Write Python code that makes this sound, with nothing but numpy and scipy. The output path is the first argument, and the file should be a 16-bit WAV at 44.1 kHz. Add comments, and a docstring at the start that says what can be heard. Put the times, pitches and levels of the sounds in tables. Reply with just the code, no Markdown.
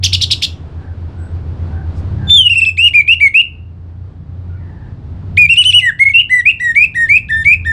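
"""A caged thrush sings close to the microphone in a walled yard, over engine drone and traffic noise.
First come five harsh chips, each two gliding voices that modulate each other, with turbulence added.
Faint hoarse two-partial calls and a soft noise rustle follow, then a phrase of near-sine slurred whistles.
After a pause with more far calls comes a second phrase of whistles, which runs to the end.
Delayed copies and a decaying tail form the yard; the loudest notes make the recorder turn its gain down."""
import sys
import numpy as np
from scipy import signal
from scipy.fft import rfft, irfft, next_fast_len
from scipy.io import wavfile
from scipy.ndimage import uniform_filter1d, minimum_filter1d

SR = 44100
rng = np.random.default_rng(int(sys.argv[2]) if len(sys.argv) > 2 else 0)


def store_pcm(level_fs):
    """Save levels as 16-bit WAV."""
    pcm = np.round(np.clip(level_fs, -1, 1) * 32767).astype(np.int16)
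    wavfile.write(sys.argv[1], SR, np.atleast_2d(pcm).T)


N = 340452
TIME = np.arange(N) / SR
HZ = np.fft.rfftfreq(next_fast_len(N), 1 / SR)

# harsh two-voiced chips: start_s, length_s, level_db, lower_voice_factor, upper_voice_factor, trill_hz, rasp_db
CHIPS = [(0.032, 0.041, -12.5, 0.93, 1.16, 206, -12), (0.127, 0.032, -11, 0.97, 0.97, 173, -15.5),
         (0.21, 0.04, -14, 1.02, 1.006, 171, -15), (0.307, 0.033, -12, 1.064, .97, 170, -13.5),
         (0.42, 0.038, -16, 0.98, 0.98, 171.5, -8.5)]
# relative spectrum of turbulent breath: frequency_hz, level_db
RASP = [(1000, -27.5), (2200, -10.5), (3300, 11.5), (5500, 0.5), (8000, -12), (11000, -16.5), (15000, -27)]
# short arched notes in quick runs: start_s, length_s, top_pitch_hz, overtones_db (re level), level_db,
#   catch_db (re level)
TRILLS = [ (2.492, .054, 2777, -31, -1.5, -35.5), (2.547, .061, 2714, -28.5, -4, -34),
          (2.61, 0.039, 2662, -29, -2, -31.5), (2.652, 0.052, 2638, -27.5, -5.5, -16.5),
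          (5.487, 0.061, 2769, -31, 4, -39.5), (5.562, .070, 2958, -26, 2.5, -20.5),
          (5.64, .079, 3033, -22.5, 1, -13), (5.725, 0.082, 2945, -26.5, 3.5, -19)]
# rising whistles with a late pitch flick: start_s, length_s, first_pitch_hz, last_pitch_hz, upward_bow_hz,
#   scoop (share of pitch), flick_hz, swell_db (over the note), overtones_db (re level), level_db,
#   catch_db (re level)
RISES = [ (2.772, 0.12, 2390, 2812, 222, .24, 4.5, 4, -28.5, -3.5, -24.5),
         (3.076, 0.07, 2436, 2907, 49.5, 0.11, 51, -0.5, -39.5, 3, -33.5),
         (3.339, .081, 2410, 2880, 71.5, .14, 26, -1, -39.5, 2.5, -44.5),
         (6.135, 0.083, 2643, 2936, -29.5, -.05, 92, 1, -45.5, 4.5, -44),
         (6.452, 0.063, 2349, 2743, 0, .18, 161.5, -1.5, -41, 4, -46),
         (6.75, 0.11, 2160, 2603, 12, 0.2, 106.5, -0.5, -37, -0.5, -30),
         (7.085, 0.1, 2160, 2590, 9.5, 0.19, 107.5, 2, -37, -1.5, -32),
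         (7.446, .104, 2200, 2555, -29, .14, 112, 4.5, -36, -2.5, -25)]
# level or sinking whistles: start_s, length_s, first_pitch_hz, last_pitch_hz, scoop (share of pitch), hook_hz,
#   final_drop (share of pitch), attack_s, swell_db (over the note), overtones_db (re level), level_db,
#   catch_db (re level)
SINKS = [ (2.934, 0.082, 2456, 2347, 0.19, 52.5, 0.1, 0.01, 0, -39.5, 3, -37.5),
         (3.201, 0.084, 2370, 2147, 0.22, 68.5, 0.065, 0.0053, 2.5, -35, -1, -35.5),
         (5.372, 0.093, 2507, 2390, 0.26, 7.5, 0.072, 0.0028, 2.5, -38.5, 6.5, -30),
         (5.809, 0.1, 2092, 1807, -.03, 3, 0.24, 0.0064, 10, -29, -5, -26),
         (5.991, 0.051, 2130, 2203, 0.19, -6.5, 0.026, 0.008, 4.5, -35, 5.5, -36),
         (6.052, 0.041, 2189, 2176, .06, 20, 0.049, 0.0022, -2, -42, 1.5, -45),
         (6.092, .030, 2268, 2190, -0.01, 7.5, 0.068, 0.0023, -5.5, -31.5, -6, -43),
         (6.293, .122, 2044, 1945, 0.23, 30, 0.09, 0.016, -5.5, -30, -1, -37),
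         (6.596, 0.13, 1986, 1836, .18, 63.5, 0.026, 0.0033, 8, -27, -8.5, -35),
         (6.943, .127, 1883, 1843, 0.17, 148, 0.088, 0.0079, 5, -26, -8, -36),
         (7.287, 0.15, 1755, 1816, 0.079, 174, .04, 0.013, -5.5, -27, -9, -31),
         (7.648, 0.15, 1825, 1759, 0.15, 65, .05, 0.015, -8, -26.5, -10, -33)]

# whistle edges: time constants of the scoop into pitch, the final pitch sag and the final level drop
SCOOP_S, SAG_S, DROP_S = 0.0055, 0.008, 0.005
ENDS_DB = -27  # level change at the ends of a note
OVERTONE_HOLD = 0.68  # share of a note's swell and fade that its overtones do not follow


def amp(db):
    """Level definition: 20 dB is a tenfold amplitude."""
    return 10 ** (np.asarray(db) / 20)


def evened(x):
    """Power normalization: scales to rms 1."""
    return x / np.sqrt(np.mean(x ** 2) + 1e-20)


def read(points, hz):
    """Spectral interpolation on a log-frequency axis."""
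    point_hz, value = np.transpose(points)
    return np.interp(np.log(hz + 1), np.log(point_hz + 1), value)


def curve(rows, t):
    """Linear interpolation of every column of a curve at the times t."""
    s, *columns = np.transpose(rows)
    return [np.interp(t, s, column) for column in columns]


def add(mix, s, sound):
    """Superposition: mixes a sound in at time s."""
    part = mix[max(round(s * SR), 0):][:len(sound)]
    part += sound[:len(part)]


def shaped(x, gain):
    """Linear filtering: multiplies the spectrum by a gain given on the axis HZ."""
    size = next_fast_len(N)
    return irfft(rfft(x, size) * gain, size)[:N]


def noise(spectrum):
    """Coloured noise: white noise through a spectral filter, at rms 1."""
    return evened(shaped(rng.standard_normal(N), amp(read(spectrum, HZ))))


def wander(hz, size):
    """Random modulation: low-passed noise of rms 1, up to about hz changes a second."""
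    return evened(shaped(rng.standard_normal(N), 1 / (1 + (HZ / hz) ** 4))[:size])


def street(wash_db=-49):
    """Broadband traffic noise, split by filtering into a low rumble and a dull wash that swell and sink."""
    # relative spectral density: frequency_hz, level_db (per Hz)
    spectrum = [(20, -26.5), (27, -17.5), (45, -13), (70, -6), (100, -5), (130, -9.5), (190, -17.5),
                (260, -23), (370, -29.5), (500, -35.5), (830, -39.5), (1500, -46), (2000, -52),
                (4500, -59.5), (6500, -70.5), (9000, -75.5), (12000, -94.5)]
    # rumble level: time_s, level_db
    rumble_db = [(0, -41), (.6, -47.5), (2.2, -47), (3, -41), (4.2, -41), (5.1, -38), (6.2, -40.5),
                 (7.1, -35), (7.72, -36)]
    traffic = noise(spectrum)
    low = 1 / (1 + (HZ / 260) ** 8)
    # each part is scaled by the strength of a reference band
    rumble = shaped(traffic, low) / shaped(traffic, (HZ > 110) * (HZ < 260)).std()
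    wash = shaped(traffic, 1 - low) / shaped(traffic, (HZ > 260) * (HZ < 1200)).std()
    wash_gain = amp(wash_db + 1.1 * wander(5.5, N))
    return rumble * amp(curve(rumble_db, TIME)[0]) + wash * wash_gain


def engines(near_db=-1.0, unsteady=0.012, throb_db=4.0):
    """Harmonic exhaust orders follow one engine's changing firing rate; a second engine holds its partials."""
    # nearer engine, before its slight unsteadiness: time_s, firing_rate_hz
    firing = [(0, 30.8), (.7, 29.7), (1.8, 29.7), (2.1, 32.5), (2.45, 32.1), (2.8, 28.4), (3.4, 27.6),
              (3.9, 29.3), (4.7, 29.7), (5.2, 31.3), (6.1, 31.5), (6.8, 29.8), (7.4, 28), (7.72, 27.9)]
    # nearer engine's level, before the trim near_db: time_s, level_db
    near_level = [(0, -22.5), (.6, -38), (2.1, -29.5), (2.9, -30), (3.35, -38), (3.9, -26.5), (5.0, -34.5),
                  (5.4, -25), (6.1, -28), (6.8, -41.5), (7.6, -26.5)]
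    # relative exhaust orders: multiple of the firing rate, level_db
    exhaust = [(2, -14.5), (3, 4), (4, -8), (5, -11), (6, -16.5), (7, -25.5)]
    # relative partials of the steady engine: frequency_hz, level_db
    drone = [(22.6, -11.5), (45, -11.5), (74.6, -3), (82, 5.5), (134, -14), (149, -17.5), (197, -21)]
    # steady engine's level: time_s, level_db
    drone_level = [(0, -37), (1.9, -33), (2.8, -40), (5, -40), (6.2, -50), (7.72, -32.5)]

    turns = np.cumsum(curve(firing, TIME)[0] * (1 + unsteady * wander(6, N))) / SR
    near = np.zeros(N)
    for order, db in exhaust:
        phase = 2 * np.pi * (round(order) * turns + rng.random())
        near += amp(db + throb_db * wander(2.8, N)) * np.sin(phase)

    clock = np.cumsum(1 + 0.0067 * wander(4, N)) / SR
    steady = np.zeros(N)
    for hz, db in drone:
        steady += amp(db) * np.sin(2 * np.pi * (hz * clock + rng.random()))

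    near_gain = amp(curve(near_level, TIME)[0] + near_db)
    return evened(near) * near_gain + evened(steady) * amp(curve(drone_level, TIME)[0])


def far_calls():
    """Frequency modulation by noise makes far two-partial calls hoarse."""
    # calls, levels before the yard: start_s, length_s, first_pitch_hz, last_pitch_hz, fundamental_db, octave_db,
    #   hoarseness (share of pitch)
    calls = [(0.719, .21, 797, 842, -57.5, -59.5, 0.053), (1.112, 0.16, 732, 748, -63, -59, 0.038),
             (1.147, 0.13, 7830, 8150, -69.5, -110, 0.015), (1.646, 0.19, 747, 776, -58, -56.5, 0.055),
             (2.15, .14, 798, 802, -58, -57, 0.055), (4.48, 0.051, 1450, 1418, -48.5, -71, 0.033),
             (4.479, 0.48, 938, 865, -58, -58.5, 0.054), (4.49, 0.093, 1130, 1146, -69, -65, 0.036),
             (5.756, 0.1, 793, 843, -48, -68, 0.058)]
    out, waver = np.zeros(N), wander(150, N)
    for s, length, hz, end_hz, db, octave_db, hoarse in calls:
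        at = round(s * SR) + np.arange(round(length * SR))
        pitch = np.linspace(hz, end_hz, len(at)) * (1 + hoarse * waver[at])
        phase = 2 * np.pi * np.cumsum(pitch) / SR
        call = amp(db) * np.sin(phase) + amp(octave_db) * np.sin(2 * phase)
        add(out, s, call * signal.windows.tukey(len(at), 0.6))
    return out


def yard(x, build_s=0.013, early_db=5, early_s=0.082):
    """Diffuse reverberation: convolution with sparse random taps, each band decaying at its own speed."""
    # late decay: frequency_hz, t60_s
    decay = [(1500, 0.36), (2800, 0.41), (4500, 0.23), (6000, 0.36), (9000, .28), (14000, 0.28)]
    t = np.arange(SR) / SR
    taps = rng.choice([-1., 1.], SR) * (rng.random(SR) < 0.1)
    taps *= (1 - np.exp(-t / build_s)) * (1 + amp(early_db) * np.exp(-t / early_s))
    hz, s, bands = signal.stft(taps, SR, nperseg=256)
    bands = bands * amp(-60 * s / read(decay, hz)[:, None])
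    tail = signal.istft(bands, SR, nperseg=256)[1]
    return signal.fftconvolve(x, tail / np.linalg.norm(tail))[:N]


def echoes(x):
    """Specular reflection: the floor and nearest walls return delayed, weaker copies."""
    # relative reflections: delay_s, level_db
    walls = [(.0031, -20), (.0074, -21), (0.013, -21.5), (0.0188, -22.5), (.027, -27), (0.037, -28.5)]
    out = np.zeros(N)
    for delay, db in walls:
        add(out, delay, amp(db) * x)
    return out


def rustle(level_db=-68):
    """Friction noise under a smooth swell as the bird shifts on its perch."""
    swell = np.exp(-((TIME - 1.985) / 0.028) ** 2)
    return amp(level_db) * noise([(1500, -13), (5000, 8), (9000, -1), (13000, -21)]) * swell


def catches(opening_s=2.299, opening_db=-26, chip_db=-16, chip_lead_s=0.0015):
    """Turbulence for a few milliseconds before the membranes lock onto a pitch, or after they let go."""
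    centre_hz, width_s, lag_s = 3255, 0.0029, 0.00076  # width is the 1/e half width of a burst
    let_go_db = -38  # relative to the note's level
    out, rasp = np.zeros(N), noise(RASP)
    hiss = wander(410, N) + 1j * wander(1000, N)
    bursts = [(opening_s, opening_db)]
    for s, _, db, *_ in CHIPS:
        bursts.append((s - chip_lead_s, db + chip_db))
    for s, length, *_, db, catch_db in TRILLS + RISES + SINKS:
        bursts.append((s + lag_s, db + catch_db))
        bursts.append((s + length - lag_s, db + let_go_db))
    t = np.arange(-1200, 1200) / SR
    for s, db in bursts:
        add(out, s + t[0], amp(db) * np.exp(-(t / width_s) ** 2))
    narrow = (hiss * np.exp(2j * np.pi * centre_hz * TIME)).real
    return out * (narrow + 0.15 * rasp)


def chips(mixing_db=-18):
    """Nonlinear coupling: both sides of the syrinx sweep an arch, trill as they fall and modulate each other."""
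    # arch of every chip, before its voice factors: share of length, lower_voice_hz, upper_voice_hz,
    #   lower_voice_db, upper_voice_db
    arch = [(0, 1850, 3518, -22.5, -15), (.13, 2559, 4034, -9.5, -1.5), (.33, 3769, 5770, -2.5, -4),
            (.55, 3524, 4840, -1.5, -7), (.72, 3464, 4303, -2, -1.5), (.87, 3030, 3743, -6.5, -5),
            (1, 2270, 3093, -19, -18)]
    out, rasp = np.zeros(N), noise(RASP)
    drift = np.array([0.01 * wander(700, N) + 0.022 * wander(110, N) for voice in range(2)])
    flutter_db = np.array([2.5 * wander(250, N) for voice in range(2)])
    for s, length, level_db, lower, upper, trill_hz, rasp_db in CHIPS:
        at = round(s * SR) + np.arange(round(length * SR))
        u = np.linspace(0, 1, len(at))
        low_hz, high_hz, low_db, high_db = curve(arch, u)
        falling = np.maximum(u - 0.33, 0)
        trill_depth = 0.08 * np.minimum(falling / 0.08, 1)
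        quiver = trill_depth * np.cos(2 * np.pi * trill_hz * falling * length)
        hz = np.array([lower * low_hz, upper * high_hz]) * (1 + quiver + drift[:, at])
        level = amp(np.array([low_db, high_db]) + flutter_db[:, at])
        low, high = level * np.exp(2j * np.pi * np.cumsum(hz, 1) / SR)
        # products of the voices give their sum tone and octaves
        mixing = low * high + low ** 2 + 0.5 * high ** 2
        voices = (low + high + amp(mixing_db) * mixing).imag
        chip = voices + amp(rasp_db) * np.sqrt(abs(low) + abs(high)) * rasp[at]
        add(out, s, amp(level_db) * chip * signal.windows.tukey(len(at), 0.14))
    return out


def span(start, length):
    """Discrete time: sample numbers of a note, and its own time in seconds."""
    at = np.arange(round(start * SR), min(round((start + length) * SR), N))
    return at, (at - at[0]) / SR


def opening():
    """Continuous frequency glide: a long sinking whistle opens the first phrase."""
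    # breakpoints, smoothed below: time_s, pitch_hz, level_db, overtones_db (re level)
    glide = [(2.268, 3540, -48, -21), (2.296, 3520, -27, -18), (2.305, 3560, 3, -25),
             (2.365, 3558, 4, -28.5), (2.385, 3282, 0.5, -20), (2.412, 3081, 3, -33.5),
             (2.44, 2967, -12.5, -33), (2.472, 2878, 3.5, -33), (2.488, 2590, -20.5, -41.5)]
    at, _ = span(glide[0][0], glide[-1][0] - glide[0][0])
    return at, *uniform_filter1d(curve(glide, at / SR), size=180, mode="nearest")


def trill(start, length, top_hz, over_db, level_db):
    """Coupled frequency and amplitude: pitch and level rise and fall in one round arch."""
    arch_per_s, arch_power = 3.5, 3.8  # a longer note starts and ends further below its top
    voiced, fade_power = 0.94, 5.5  # share of the note inside the fade, and how squarely it fades
    at, t = span(start, length)
    off_top = abs(2 * t / length - 1)
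    hz = top_hz * (1 - arch_per_s * length * off_top ** arch_power)
    shape_db = ENDS_DB * np.minimum(off_top / voiced, 1) ** fade_power
    return at, hz, level_db + shape_db, over_db - OVERTONE_HOLD * shape_db


def rise(start, length, first_hz, last_hz, bow_hz, scoop, flick_hz, swell_db, over_db, level_db):
    """Frequency glide and vibrato: the voice scoops in, climbs a bowed line, flicks and drops away."""
    attack_s, final_drop = 0.0059, 0.22  # the drop is a share of the pitch
    flick_lead_s, flick_s = 0.015, 0.007  # the flick's time before the end, and its width
    quaver_hz, quaver_depth_hz = 126.34, 106  # rate, and the depth reached at the end of the climb
    at, t = span(start, length)
    u, leaving = t / length, np.exp((t - length) / DROP_S)
    hz = first_hz + (last_hz - first_hz) * u + bow_hz * (1 - (2 * u - 1) ** 2)
    hz += quaver_depth_hz * u ** 3 * np.sin(2 * np.pi * (quaver_hz * t + rng.random()))
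    hz += flick_hz * np.exp(-((length - t - flick_lead_s) / flick_s) ** 2)
    hz *= 1 - scoop * np.exp(-t / SCOOP_S) - final_drop * leaving
    shape_db = swell_db * (u - 0.5) + ENDS_DB * (np.exp(-t / attack_s) + leaving)
    return at, hz, level_db + shape_db, over_db - OVERTONE_HOLD * shape_db


def sink(start, length, first_hz, last_hz, scoop, hook_hz, drop, attack_s, swell_db, over_db, level_db):
    """Frequency glide with a transient: the voice scoops in, hooks, settles on a line and drops away."""
    hook_at_s, hook_s = 0.018, 0.0051  # the hook's time after the start, and its width
    at, t = span(start, length)
    u, leaving = t / length, np.exp((t - length) / DROP_S)
    hz = first_hz + (last_hz - first_hz) * u
    hz += hook_hz * np.exp(-((t - hook_at_s) / hook_s) ** 2)
    hz *= 1 - scoop * np.exp(-t / SCOOP_S) - drop * np.exp((t - length) / SAG_S)
    shape_db = swell_db * (u - 0.5) + ENDS_DB * (np.exp(-t / attack_s) + leaving)
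    return at, hz, level_db + shape_db, over_db - OVERTONE_HOLD * shape_db


def notes():
    """Pitch and level contours: samples, pitch, level and overtone level of every whistled note."""
    song = [opening()]
    for sing, table in [(trill, TRILLS), (rise, RISES), (sink, SINKS)]:
        song += [sing(*row[:-1]) for row in table]  # the last column belongs to catches()
    return song


def whistles(jitter=0.006, shimmer=0.011, unrest=0.012, air_db=-26, patchy_db=4.0):
    """Additive synthesis: the syrinx gives a near sine with weak overtones, rough where the pitch flicks."""
    # relative colour of the overtones leaving the beak: frequency_hz, level_db
    beak = [(3300, 12.5), (4000, -9.5), (4800, 1), (5900, -6.5), (6800, -3.5), (7800, 0), (9000, 0),
            (10000, -5), (11000, -30), (13000, -23), (15000, -30.5), (16500, -39)]
    # low notes, sung with the beak nearly shut, favour their octave
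    octave_below_hz, octave_db_per_hz = 2250, 0.02
    out = np.zeros(N)
    waver, flutter, rough, air = wander(170, N), wander(210, N), wander(700, N), noise(RASP)
    drift = wander(40, N)
    multiples = np.arange(2, 9)[:, None]
    for at, hz, level_db, over_db in notes():
        # 0 on a steady pitch, 1 where it moves by 45 kHz a second or more
        flick = np.minimum(abs(np.gradient(hz)) * SR / 45000, 1) ** 2
        moving_hz = hz * (1 + jitter * waver[at] + unrest * flick * rough[at])
        phase = 2 * np.pi * np.cumsum(moving_hz) / SR

        colour = amp(read(beak, multiples * hz)) * (multiples * hz < SR / 2)
        colour[0] *= amp(octave_db_per_hz * np.maximum(octave_below_hz - hz, 0))
        colour /= np.linalg.norm(colour, axis=0)
        # each overtone's level wavers slowly and at random, independently of the others
        colour *= amp(patchy_db * drift[(at + rng.integers(0, N, multiples.shape)) % N])
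        overtones = (1 - 0.5 * flick) * (colour * np.sin(multiples * phase)).sum(0)
        breath = (amp(air_db) + 0.27 * flick) * air[at]

        tone = amp(level_db) * np.sin(phase) * (1 + shimmer * flutter[at])
        tone += amp(level_db + over_db) * (overtones + breath)
        add(out, at[0] / SR, tone * signal.windows.tukey(len(at), 0.06))
    return out


def gain_control(x, size=64):
    """Feedback compression: loud notes turn the gain down quickly; in pauses it creeps back up."""
    start_gain_db, aim_db = 5, 1.5  # first gain, and the peak level above which it turns down
    duck_s, recover_db_per_s = 0.029, 4.5
    bass_lag_s = 0.13  # the bass follows the gain more slowly
    step_s = size / SR
    gain_db, bass_db, gains = start_gain_db, start_gain_db, []
    peaks = abs(x[:N // size * size]).reshape(-1, size).max(1)
    for peak_db in 20 * np.log10(peaks + 1e-9):
        excess_db = max(peak_db + gain_db - aim_db, 0)
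        gain_db += step_s * (recover_db_per_s - excess_db / duck_s)
        bass_db += step_s * (gain_db - bass_db) / bass_lag_s
        gains.append((len(gains) * step_s, gain_db, bass_db))
    return amp(curve(gains, TIME))


def scene():
    """Superposition of direct sound, early echoes and reverberation, over the street."""
    # directivity: the beak beams the treble at the walls, past the microphone: frequency_hz, relative level_db
    beam_points = [(1500, 3), (2800, 2.5), (4000, -2.5), (5200, 4.5), (7000, 2), (9000, 3.5), (14000, -1)]
    song, harsh = whistles(), chips() + catches()
    beam = amp(read(beam_points, HZ))
    sent = shaped(amp(-21) * song, beam) + amp(-15.5) * harsh
    wet = yard(sent + amp(1.5) * far_calls())
    early = amp(2) * echoes(shaped(song, beam) + harsh)
    return (song + harsh + early + wet + engines() + street() + rustle())[None]


def record(dry, knee=0.93, image_db=-53, ceiling_db=0.25):
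    """Recorder nonlinearity: faint treble mirror image, gain control, limiter, soft overload, band limit."""
    bass_hz, edge_hz = 205, 15900
    # multiplying by a 16 kHz carrier mirrors the song band below it
    mirror = 2 * np.cos(2 * np.pi * 16000 * TIME)
    band = signal.butter(4, [1500, 4000], "bandpass", fs=SR, output="sos")
    x = dry[0] + amp(image_db) * signal.sosfilt(band, dry[0]) * mirror

    gain, bass_gain = gain_control(x)
    bass = shaped(x, 1 / (1 + (HZ / bass_hz) ** 6))
    x = (x - bass) * gain

    # the limiter acts on all but the bass
    allowed = minimum_filter1d(np.minimum(amp(ceiling_db) / (abs(x) + 1e-9), 1), size=400)
    x = x * uniform_filter1d(allowed, size=400) + bass * bass_gain

    # above the knee the waveform bends smoothly toward 1
    linear = np.clip(x, -knee, knee)
    x = linear + (1 - knee) * np.tanh((x - linear) / (1 - knee))
    low_pass = signal.firwin(255, edge_hz, window=("kaiser", 7), fs=SR)
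    return signal.oaconvolve(x, low_pass, "same")[None]


dry = scene()
out = record(dry)
store_pcm(out)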